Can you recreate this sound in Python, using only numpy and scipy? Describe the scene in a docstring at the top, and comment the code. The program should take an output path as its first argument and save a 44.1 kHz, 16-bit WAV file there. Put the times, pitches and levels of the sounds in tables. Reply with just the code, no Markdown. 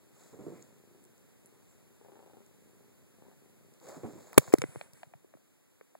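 """A kitten purrs on a lap, close to a hand-held phone: pulses from its larynx excite its throat's modes.
A hand rubs its fur with stick-slip friction, whiskers and claws scratch, and paws thud on the blanket.
Then two loud knocks ring the phone's case, the first hard enough to overload it, and fingers tap and
slide on the case. The phone widens the sound of its two microphone ports and turns its gain down
after the knocks."""
import sys
import numpy as np
from scipy import signal
from scipy.fft import rfft, irfft
from scipy.io import wavfile
from scipy.ndimage import uniform_filter1d

SR = 44100
rng = np.random.default_rng(int(sys.argv[2]) if len(sys.argv) > 2 else 0)


def pcm_store(signal):
    """Save signal as 16-bit PCM."""
    levels = np.round(np.clip(np.atleast_2d(signal), -1, 1) * 32767)
    wavfile.write(sys.argv[1], SR, levels.astype(np.int16).T)


N = 264159
TIME = np.arange(N) / SR
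TOP_HZ = 15800  # the phone's treble limit


def undb(db):
    """Decibels to amplitude ratio."""
    return 10 ** (np.asarray(db) / 20)


def noise():
    """White noise of unit variance."""
    return rng.standard_normal(N)


def burst(envelope):
    """Noise under an envelope, with the envelope's own energy."""
    x = envelope * rng.standard_normal(len(envelope))
    return x * np.linalg.norm(envelope) / np.linalg.norm(x)


def stick_slip(grain_db, size):
    """Stick-slip friction: unit-variance noise whose strength jumps every `size` samples."""
    jumps_db = grain_db * np.repeat(rng.standard_normal(N // size + 1), size)[:N]
    grains = noise() * undb(jumps_db)
    return grains / grains.std()


def colour(x, points):
    """Minimum-phase filter shaped by (Hz, dB) points; white noise keeps its power."""
    size = 2048
    hz, db = np.transpose(points)
    bins_hz = np.arange(size // 2 + 1) * SR / size
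    gain = undb(np.interp(np.log(bins_hz + 1), np.log(hz), db))
    cepstrum = irfft(np.log(gain))
    # folding the cepstrum makes the response causal
    cepstrum[1:size // 2] *= 2
    cepstrum[size // 2 + 1:] = 0
    response = irfft(np.exp(rfft(cepstrum)))
    return signal.fftconvolve(x, response / np.linalg.norm(response))[:N]


def band(x, lo_hz, hi_hz):
    """Band-pass filter with skirts of 12 dB per octave."""
    return signal.sosfilt(signal.butter(2, [lo_hz, hi_hz], "band", fs=SR, output="sos"), x)


def add(out, start, sound):
    """Superpose a short sound at a time in seconds."""
    i = max(int(start * SR), 0)
    out[i:i + len(sound)] += sound[:max(N - i, 0)]


def ports(x, lag_ms, right_db):
    """Path difference: airborne sound reaches the right port with its own delay and level."""
    return np.array([x, undb(right_db) * np.interp(TIME - lag_ms / 1000, TIME, x)])


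def swell(start, length, rise_s, t60_s):
    """Envelope with a linear rise, a hold until its length is over, and an exponential decay."""
    rise = np.clip((TIME - start) / rise_s, 0, 1)
    return rise * undb(-60 * np.maximum(TIME - start - length, 0) / t60_s)


def strokes(table, t60_s, db_column, rise_s=0.087):
    """Envelope of strokes that gather speed, hold and die away; incoherent overlaps add in power."""
    return np.sqrt(sum((undb(row[db_column]) * swell(row[0], row[1], rise_s, t60_s)) ** 2
                       for row in table))


def nearness(until_s=5.06, t60_s=3.4):
    """Level falls with distance: 1 while the phone is at the lap, fading as it moves away."""
    return undb(-60 * np.maximum(TIME - until_s, 0) / t60_s)


def damped_ring(hz, rise_cycles):
    """A heavily damped oscillation whose envelope peaks after the given number of cycles."""
    cycles = hz * np.arange(SR // 10) / SR
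    age = cycles / rise_cycles
    return age * np.exp(1 - age) * np.sin(2 * np.pi * cycles)


def noise_floor(db=-67):
    """Stationary room and microphone noise, uncorrelated between the ports."""
    # Noise spectrum. Each row: frequency in Hz, level in dB.
    spectrum = [(30, 13.5), (70, 8.5), (130, 10), (300, 15), (500, 10), (750, 3.5), (1100, 0.5),
                (2000, -1.5), (3200, -4), (5200, -9), (6900, -3), (8000, -5), (13000, -4.5), (16000, -8)]
    return undb(db) * np.array([colour(noise(), spectrum), colour(noise(), spectrum)])


def rumble_and_slides(rumble_db=-66.5, slide_rumble_db=-1.5):
    """A steady low rumble lies under the purr and fades near the end; finger friction hisses and rumbles."""
    # Finger slides on the case. Each row: start in seconds, length in seconds, level in dB.
    slides = [(4.52, 0.31, -57), (4.915, 0.04, -55)]
    # Spectra of slide and rumble. 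Each row: frequency in Hz, level in dB.
    slide_colour = [(300, -10.5), (2200, -2.5), (5000, -17), (7000, -8.5), (9200, 0.5), (11000, -11.5),
                    (15000, -21)]
    rumble_colour = [(30, -8), (80, -1.5), (135, 2), (200, -0.5), (300, -11), (500, -21.5), (1500, -45.5)]
    slide = strokes(slides, t60_s=0.36, db_column=2)
    rumble = np.hypot(undb(rumble_db) * nearness(), undb(slide_rumble_db) * slide)
    return colour(noise() * slide, slide_colour) + colour(noise() * rumble, rumble_colour)


def purr(shut_s=0.013, shut_db=-7, arch_db=2, accent_db=3, skew=0.71):
    """Source and filter: each cycle the larynx snaps open, puffs air and shuts, exciting the throat."""
    # Purr strokes. Each row: start and end in seconds, pulse rate in Hz, level in dB,
    # share of the open, raspy colour from 0 to 1.
    purr_strokes = [(0.033, .32, 26.8, -71.5, 0.12), (0.690, 0.9, 26.96, -66, 0.069),
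                    (0.912, 1.115, 27.56, -67, 0.01), (1.134, 1.36, 26.3, -72, .02),
                    (1.448, 1.62, 26.34, -68.5, 0.026), (1.749, 1.95, 25.44, -70.5, .02),
                    (2.013, 2.442, 28.05, -60.5, 0.99), (2.473, 2.9, 26.92, -68.5, 0.05),
                    (2.917, 3.05, 27.3, -72.5, .05), (3.065, 3.16, 26.6, -73.5, 0.11),
                    (3.186, 3.22, 27, -66, 0.33), (3.222, 3.355, 32.58, -61.5, 0.97),
                    (3.422, 3.768, 26.6, -67.5, 0.037)]
    # Responses of the closed and the open throat. Each row: frequency in Hz, gain in dB.
    closed_colour = [(60, -9.5), (110, 7.5), (200, 6), (290, 0.5), (400, 2), (520, -5), (720, -17),
                     (1200, -31), (2500, -42), (8000, -59)]
    open_colour = [(60, -2), (140, 0.5), (220, 3), (330, 3.5), (470, 2.5), (650, -4), (850, -1.5),
                   (1100, -14.5), (1400, -15), (2200, -26), (4000, -29), (8000, -57)]
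    scatter_db, jitter_s, puff_s, snap_s = .8, .0005, .011, .002
    puff_db, rasp_db, air_arch_db = -12, 13.5, 9
    t = np.arange(SR // 30) / SR
    flow = np.exp(-t / puff_s) * (1 - np.exp(-t / puff_s))
    edge = np.exp(-t / snap_s)
    flow, edge = flow / np.linalg.norm(flow), edge / np.linalg.norm(edge)
    closed, opened = np.zeros((2, N))
    for start, end, rate, db, rasp in purr_strokes:
        pulses = np.zeros(N)
        ragged = .25 + .25 * rasp
        chance = rng.standard_normal((32, 4))
        grains = [(burst(edge), burst(flow)) for _ in chance]
        for k, at in enumerate(np.arange(start, end - shut_s, 1 / rate)):
            size_draw, time_draw, shut_time_draw, shut_size_draw = chance[k]
            edge_noise, flow_noise = grains[k]
            # airflow is strongest near the middle of a stroke
            arch = np.sin(np.pi * ((at - start) / (end - start)) ** skew) - 1
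            size = undb(db + arch_db * rasp * arch + scatter_db * size_draw) * np.sqrt(SR / rate)
            # the soft folds part raggedly, which blurs the click
            snap = np.sqrt(1 - ragged ** 2) * (t == 0) + ragged * edge_noise
            accent = undb(accent_db * rasp * (k == 0))
            puff = undb(puff_db + rasp_db * rasp + air_arch_db * arch) * flow_noise
            opens_at = at + jitter_s * time_draw
            shuts_at = opens_at + shut_s + 2 * jitter_s * shut_time_draw
            add(pulses, opens_at, size * (accent * snap + puff))
            add(pulses, shuts_at, -size * undb(shut_db + 2 * shut_size_draw) * snap)
        closed += np.sqrt(1 - rasp) * pulses
        opened += np.sqrt(rasp) * pulses
    return (ports(throat(closed, closed_colour), lag_ms=0.022, right_db=2)
            + ports(throat(opened, open_colour), lag_ms=0.18, right_db=-7.5))


def throat(x, points):
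    """Resonance: a broad response, with two narrow modes that ring on between pulses."""
    # Modes of throat and chest. Each row: frequency in Hz, bandwidth in Hz, gain in dB.
    modes = [(221.3, 6.9, 5.5), (400, 7.9, 4.5)]
    rings = sum(undb(db) * signal.lfilter(*signal.iirpeak(hz, hz / width, fs=SR), x)
                for hz, width, db in modes)
    return colour(x + rings, points)


def rubbing(t60_s=0.77, apart_db=-3, rest_hiss_db=-89, rest_scrape_db=-73.5):
    """Stick-slip friction of countless hairs and threads: a grainy hiss over a dull, jerky scrape."""
    # Strokes over fur and cloth. Each row: start and length in seconds, hiss and scrape levels in dB.
    rubs = [(.11, 0.17, -70, -65), (.36, 0.26, -74, -64.5), (1.62, 0.041, -81, -88),
            (3.795, 0.12, -63.5, -51.5), (4.0, 0.32, -70, -58), (4.35, 0.113, -57.5, -49),
            (4.56, 0.27, -78, -59), (4.91, 0.1, -76, -66)]
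    # Spectra of hiss and scrape. Each row: frequency in Hz, level in dB.
    fur_colour = [(500, -24), (1500, -4.5), (2600, -5), (4800, -6), (6000, -1.5), (7000, 4), (8200, -2.5),
                  (10000, -8), (13000, -12.5), (16000, -8.5)]
    scrape_colour = [(60, -18), (150, -4.5), (250, -5), (380, 2.5), (540, 1), (720, -4.5), (1100, -12),
                     (2000, -22), (4000, -32)]
    # the rest levels are the kitten shifting lightly on the lap
    hiss_level = np.hypot(strokes(rubs, t60_s, db_column=2), undb(rest_hiss_db) * nearness())
    shared, left, right = (colour(stick_slip(grain_db=4, size=32) * hiss_level, fur_colour)
                           for _ in range(3))
    hiss = shared + undb(apart_db) * np.array([left, right])
    drag = stick_slip(grain_db=4, size=160) * strokes(rubs, t60_s, db_column=3)
    drag += noise() * undb(rest_scrape_db) * nearness()
    return hiss + ports(colour(drag, scrape_colour), lag_ms=0.014, right_db=-11.5)


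def brushes(lo_hz=600, hi_hz=1250, rise_s=0.018, t60_s=.25):
    """Stick-slip under load: fur or cloth pressed hard against skin catches in scratchy jerks."""
    # Firm brushes. Each row: start in seconds, length in seconds, level in dB.
    contacts = [(0.148, 0.082, -58), (0.317, 0.047, -53.5), (0.53, 0.03, -52.5), (3.792, 0.037, -70),
                (3.868, 0.09, -49), (4.324, 0.099, -43.5)]
    level = sum(undb(db) * swell(start, length, rise_s, t60_s) for start, length, db in contacts)
    scratch = band(stick_slip(grain_db=5, size=128) * level, lo_hz, hi_hz)
    return ports(scratch, lag_ms=.01, right_db=-11)


def thuds(apart_db=-15):
    """Damped impact: soft weight lands on the lap with one round bump and a dull, decaying shudder."""
    # Landings of paws and body. Each row: start in seconds, shudder level in dB,
    # its time to fall 60 dB in seconds, bump level in dB, bump frequency in Hz.
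    landings = [(0.323, -53.5, 0.89, -64, 343), (.340, -62, .1, -49, 468), (0.3885, -48, 0.45, -39, 310),
                (.404, -53, .2, -44, 333), (0.4654, -48.5, 0.22, -34.5, 343), (.4815, -55, 0.27, -38, 400),
                (.502, -60, .15, -44, 400), (0.521, -52, 0.57, -46.5, 338), (3.825, -60.5, .8, -64, 462),
                (3.876, -60, .1, -51, 430), (3.886, -53, 0.11, -49, 636), (3.966, -47.5, 0.3, -41, 288),
                (4.033, -36, 0.33, -47, 500), (4.049, -53, 0.2, -48, 310), (4.135, -53, 0.45, -48, 344),
                (4.158, -59, 0.2, -44, 330)]
    # Shudder spectrum. Each row: frequency in Hz, level in dB.
    shudder_colour = [(40, -20), (80, 1), (140, 7.5), (200, 4), (280, 1.5), (420, -0.5), (560, -9),
                      (760, -17.5), (1100, -25), (1600, -35.5), (2200, -35), (6000, -51)]
    shudder, bumps = np.zeros((2, N))
    for start, db, t60, bump_db, hz in landings:
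        add(shudder, start, undb(db - 60 * TIME[:SR // 2] / t60))
        add(bumps, start, undb(bump_db) * damped_ring(hz, rise_cycles=0.98))
    shared, left, right = (colour(shudder * noise(), shudder_colour) for _ in range(3))
    return ports(shared + bumps, lag_ms=-0.098, right_db=3.5) + undb(apart_db) * np.array([left, right])


def whiskers(rise_s=0.0044, t60_s=0.18):
    """Sliding friction: whiskers drag along the hand, each a thin scratch that starts fast and fades."""
    # Whisker drags. Each row: start and length in seconds, level in dB, low and high band edges in Hz.
    drags = [(.538, .06, -55, 1850, 2450), (1.68, .04, -58, 7150, 7800)]
    scratches = sum(band(noise() * undb(db) * swell(start, length, rise_s, t60_s), lo_hz, hi_hz)
                    for start, length, db, lo_hz, hi_hz in drags)
    return ports(scratches, lag_ms=.02, right_db=-16)


def snags(decay_s=0.0012):
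    """Sudden elastic release: a claw, hair or nail catches and lets go with a thin tick."""
    # Tiny snags. Each row: start in seconds, level in dB, low and high band edges in Hz.
    ticks = [(0.625, -40.5, 5750, 8100), (1.040, -47.5, 7400, 10900), (1.051, -47, 7200, 10900),
             (1.179, -49.5, 6200, 8000), (1.459, -43, 7600, 11500), (1.464, -47, 8500, 11000),
             (1.471, -47, 9000, 10800), (2.463, -47.5, 6200, 8900), (3.738, -54.5, 4500, 10000),
             (3.8, -54.5, 3500, 8040), (3.888, -39.5, 6200, 9700), (4.343, -46, 3500, 7930),
             (4.528, -29.5, 4050, 13000), (4.585, -31.5, 3800, 15000), (4.5963, -51, 3740, 15100),
             (4.618, -21, 4900, 7500), (4.934, -44, 4510, 15100)]
    t = np.arange(SR // 50) / SR
    out = np.zeros((2, N))
    for start, db, lo_hz, hi_hz in ticks:
        for port in out:
            add(port, start, undb(db) * band(burst(np.exp(-t / decay_s)), lo_hz, hi_hz))
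    return out


def hums(waver_hz=38):
    """Friction-driven resonance: a narrow, unsteady band glides upwards while a rub lasts."""
    # Humming rubs. Each row: start and length in seconds, pitch in Hz, glide in Hz/s, level in dB.
    rubs = [(0.88, 0.18, 335, 30, -63), (3.819, 0.123, 465, 1053, -54)]
    smooth = signal.butter(2, waver_hz, fs=SR, output="sos")
    out = np.zeros(N)
    for start, length, hz, glide, db in rubs:
        waver = signal.sosfilt(smooth, noise() + 1j * noise())
        turns = np.cumsum(hz + glide * np.clip(TIME - start, 0, length)) / SR
        hum = np.real(waver / waver.real.std() * np.exp(2j * np.pi * turns))
        out += undb(db) * swell(start, length, rise_s=0.0098, t60_s=0.2) * hum
    return ports(out, lag_ms=.01, right_db=-2)


def knocks(crack_s=0.001013, tick_s=0.0006, rattle_s=0.023, rattle_db=-32, scuff_db=-18):
    """Impact excites the case's damped modes; the contact cracks and rattles, duller when it is soft."""
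    # Knocks and taps. Each row: start in seconds, ring level in dB, ring frequency in Hz,
    # cycles to the ring's peak, crack level in dB, crack cut-off in Hz, tick level in dB.
    blows = [(4.3305, -50, 593, 0.76, -38.5, 2240, -43), (4.377, -8, 251, 0.49, -38, 2960, -23),
             (4.3783, 3.5, 390, 0.42, -10.5, 6100, -11.5), (4.381, -23.5, 594, 1.2, -12.5, 4950, -6.5),
             (4.3852, -18, 332, 0.27, -42, 3004, -37), (4.478, -41, 483, 0.52, -33, 1500, -66.5),
             (4.524, -53, 605, .58, -32.5, 2510, -50), (4.532, -42, 442, 0.75, -36, 3000, -30),
             (4.5374, 2.5, 341, 0.5, -24.5, 2820, -20), (4.5384, -16, 765, 0.82, -26, 2800, -21),
             (4.552, -30, 509, 0.68, -41, 2277, -65), (4.583, -28, 290, .45, -36, 2500, -50),
             (4.6182, -26.5, 480, 1.5, -22, 3090, -36), (4.639, -15.5, 318, 0.33, -27.5, 2620, -62),
             (4.759, -24.5, 360, 0.22, -43.5, 2230, -70), (4.8121, -31, 566, 0.57, -32.5, 4000, -56),
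             (5.0319, -36, 663, 1.14, -38.5, 4120, -58), (5.1372, -39.5, 679, 1.05, -47, 3044, -67),
             (5.245, -43, 363, 0.61, -70, 996, -80), (5.3384, -44.5, 572, 1.15, -48.5, 2010, -74),
             (5.3501, -42, 286, 0.44, -72, 1000, -80.5), (5.371, -52, 560, .9, -58, 1476, -80),
             (5.8112, -41, 445, 0.69, -44, 2180, -78), (5.9517, -39.5, 624, 0.94, -48.5, 1694, -62.5)]
    # Stiff modes of the case. Each row: frequency in Hz, decay time in seconds, level in dB.
    modes = [(1130, 0.00033, -2.5), (1760, 0.00055, 3), (2230, 0.0023, -4.5), (2720, 0.00081, -5.5),
             (3646, 0.00095, -17)]
    usual_ring_hz, bend, bend_s = 470, 0.8, 0.00065
    t = np.arange(SR // 10) / SR
    rattle = undb(rattle_db) * np.exp(-t / rattle_s)
    contact = lambda rise_s: burst(t / rise_s * np.exp(1 - t / rise_s) + rattle)
    out = np.zeros(N)
    for start, db, hz, rise_cycles, crack_db, crack_top_hz, tick_db in blows:
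        age = t * hz / rise_cycles
        push = age * np.exp(1 - age)
        # the case is stiffer while it is pressed, so the ring starts sharp
        turns = hz * (t + bend * bend_s * (1 - np.exp(-t / bend_s)))
        body = push * np.sin(2 * np.pi * turns) + undb(scuff_db) * band(burst(push), 240, 1200)
        # a grip that raises the ring also raises the stiff modes a little
        shift = (hz / usual_ring_hz) ** 0.21
        stiff = sum(undb(mode_db) * np.exp(-t / decay) * np.sin(2 * np.pi * mode_hz * shift * t)
                    for mode_hz, decay, mode_db in modes)
        softness = signal.butter(4, crack_top_hz, fs=SR, output="sos")
        crack = signal.sosfilt(softness, stiff + band(contact(crack_s), 780, 3800))
        tick = band(contact(tick_s), 4800, 15000)
        add(out, start, undb(db) * body + undb(crack_db) * crack + undb(tick_db) * tick)
    return out


def thumps():
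    """Compliance: the case gives under the flesh of the hand and swings for a few low cycles."""
    # Presses on the case. Each row: start in seconds, level in dB.
    presses = [(4.3753, -14), (4.478, -36.5), (4.533, -30), (4.5847, -28), (4.615, -35), (4.64, -33),
               (4.684, -39), (4.763, -35), (4.929, -48), (5.067, -48), (5.149, -45.5), (5.351, -52)]
    out = np.zeros(N)
    for start, db in presses:
        add(out, start, undb(db) * damped_ring(hz=131.8, rise_cycles=.7))
    return out


def scene():
    """Superposition at two ports; the sounds of the case and the low rumble reach only the left one."""
    air = purr() + thuds() + rubbing() + hums() + brushes() + snags() + whiskers()
    floor = noise_floor()
    left_only = knocks() + thumps() + rumble_and_slides()
    return air + floor + np.array([left_only, np.zeros(N)])


def record(dry, widen_samples=15, threshold_db=-16, slope=0.15, release_db_per_s=0.5, attack_s=.022):
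    """The phone's signal chain: stereo widening, automatic gain control, clipping and band limiting."""
    # each channel subtracts a delayed copy of the other port
    wide = dry - np.pad(dry[::-1], ((0, 0), (widen_samples, 0)))[:, :N]
    # the gain drops just after a loud peak and creeps back
    over_db = np.maximum(20 * np.log10(np.abs(wide).max(axis=0) + 1e-9) - threshold_db, 0)
    recovery_db = release_db_per_s * TIME
    held_db = np.maximum.accumulate(slope * over_db + recovery_db) - recovery_db
    levelled = wide * undb(-np.interp(TIME - attack_s, TIME, held_db))
    # overshoots are cut flat; the very highest on the right wrap round to the opposite sign, a dry crack
    clipped = np.clip(levelled, -1, 1)
    crests = np.argsort(np.abs(uniform_filter1d(levelled[1], size=2)))[-2:]
    highest = np.union1d(crests - 1, crests)
    clipped[1, highest] *= np.where(np.abs(levelled[1, highest]) > 1, -1, 1)
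    bass_cut = signal.butter(3, 70, "high", fs=SR, output="sos")
    treble_cut = signal.ellip(12, .2, 80, TOP_HZ, fs=SR, output="sos")
    return signal.sosfilt(treble_cut, signal.sosfilt(bass_cut, clipped))


dry = scene()
out = record(dry)
pcm_store(out)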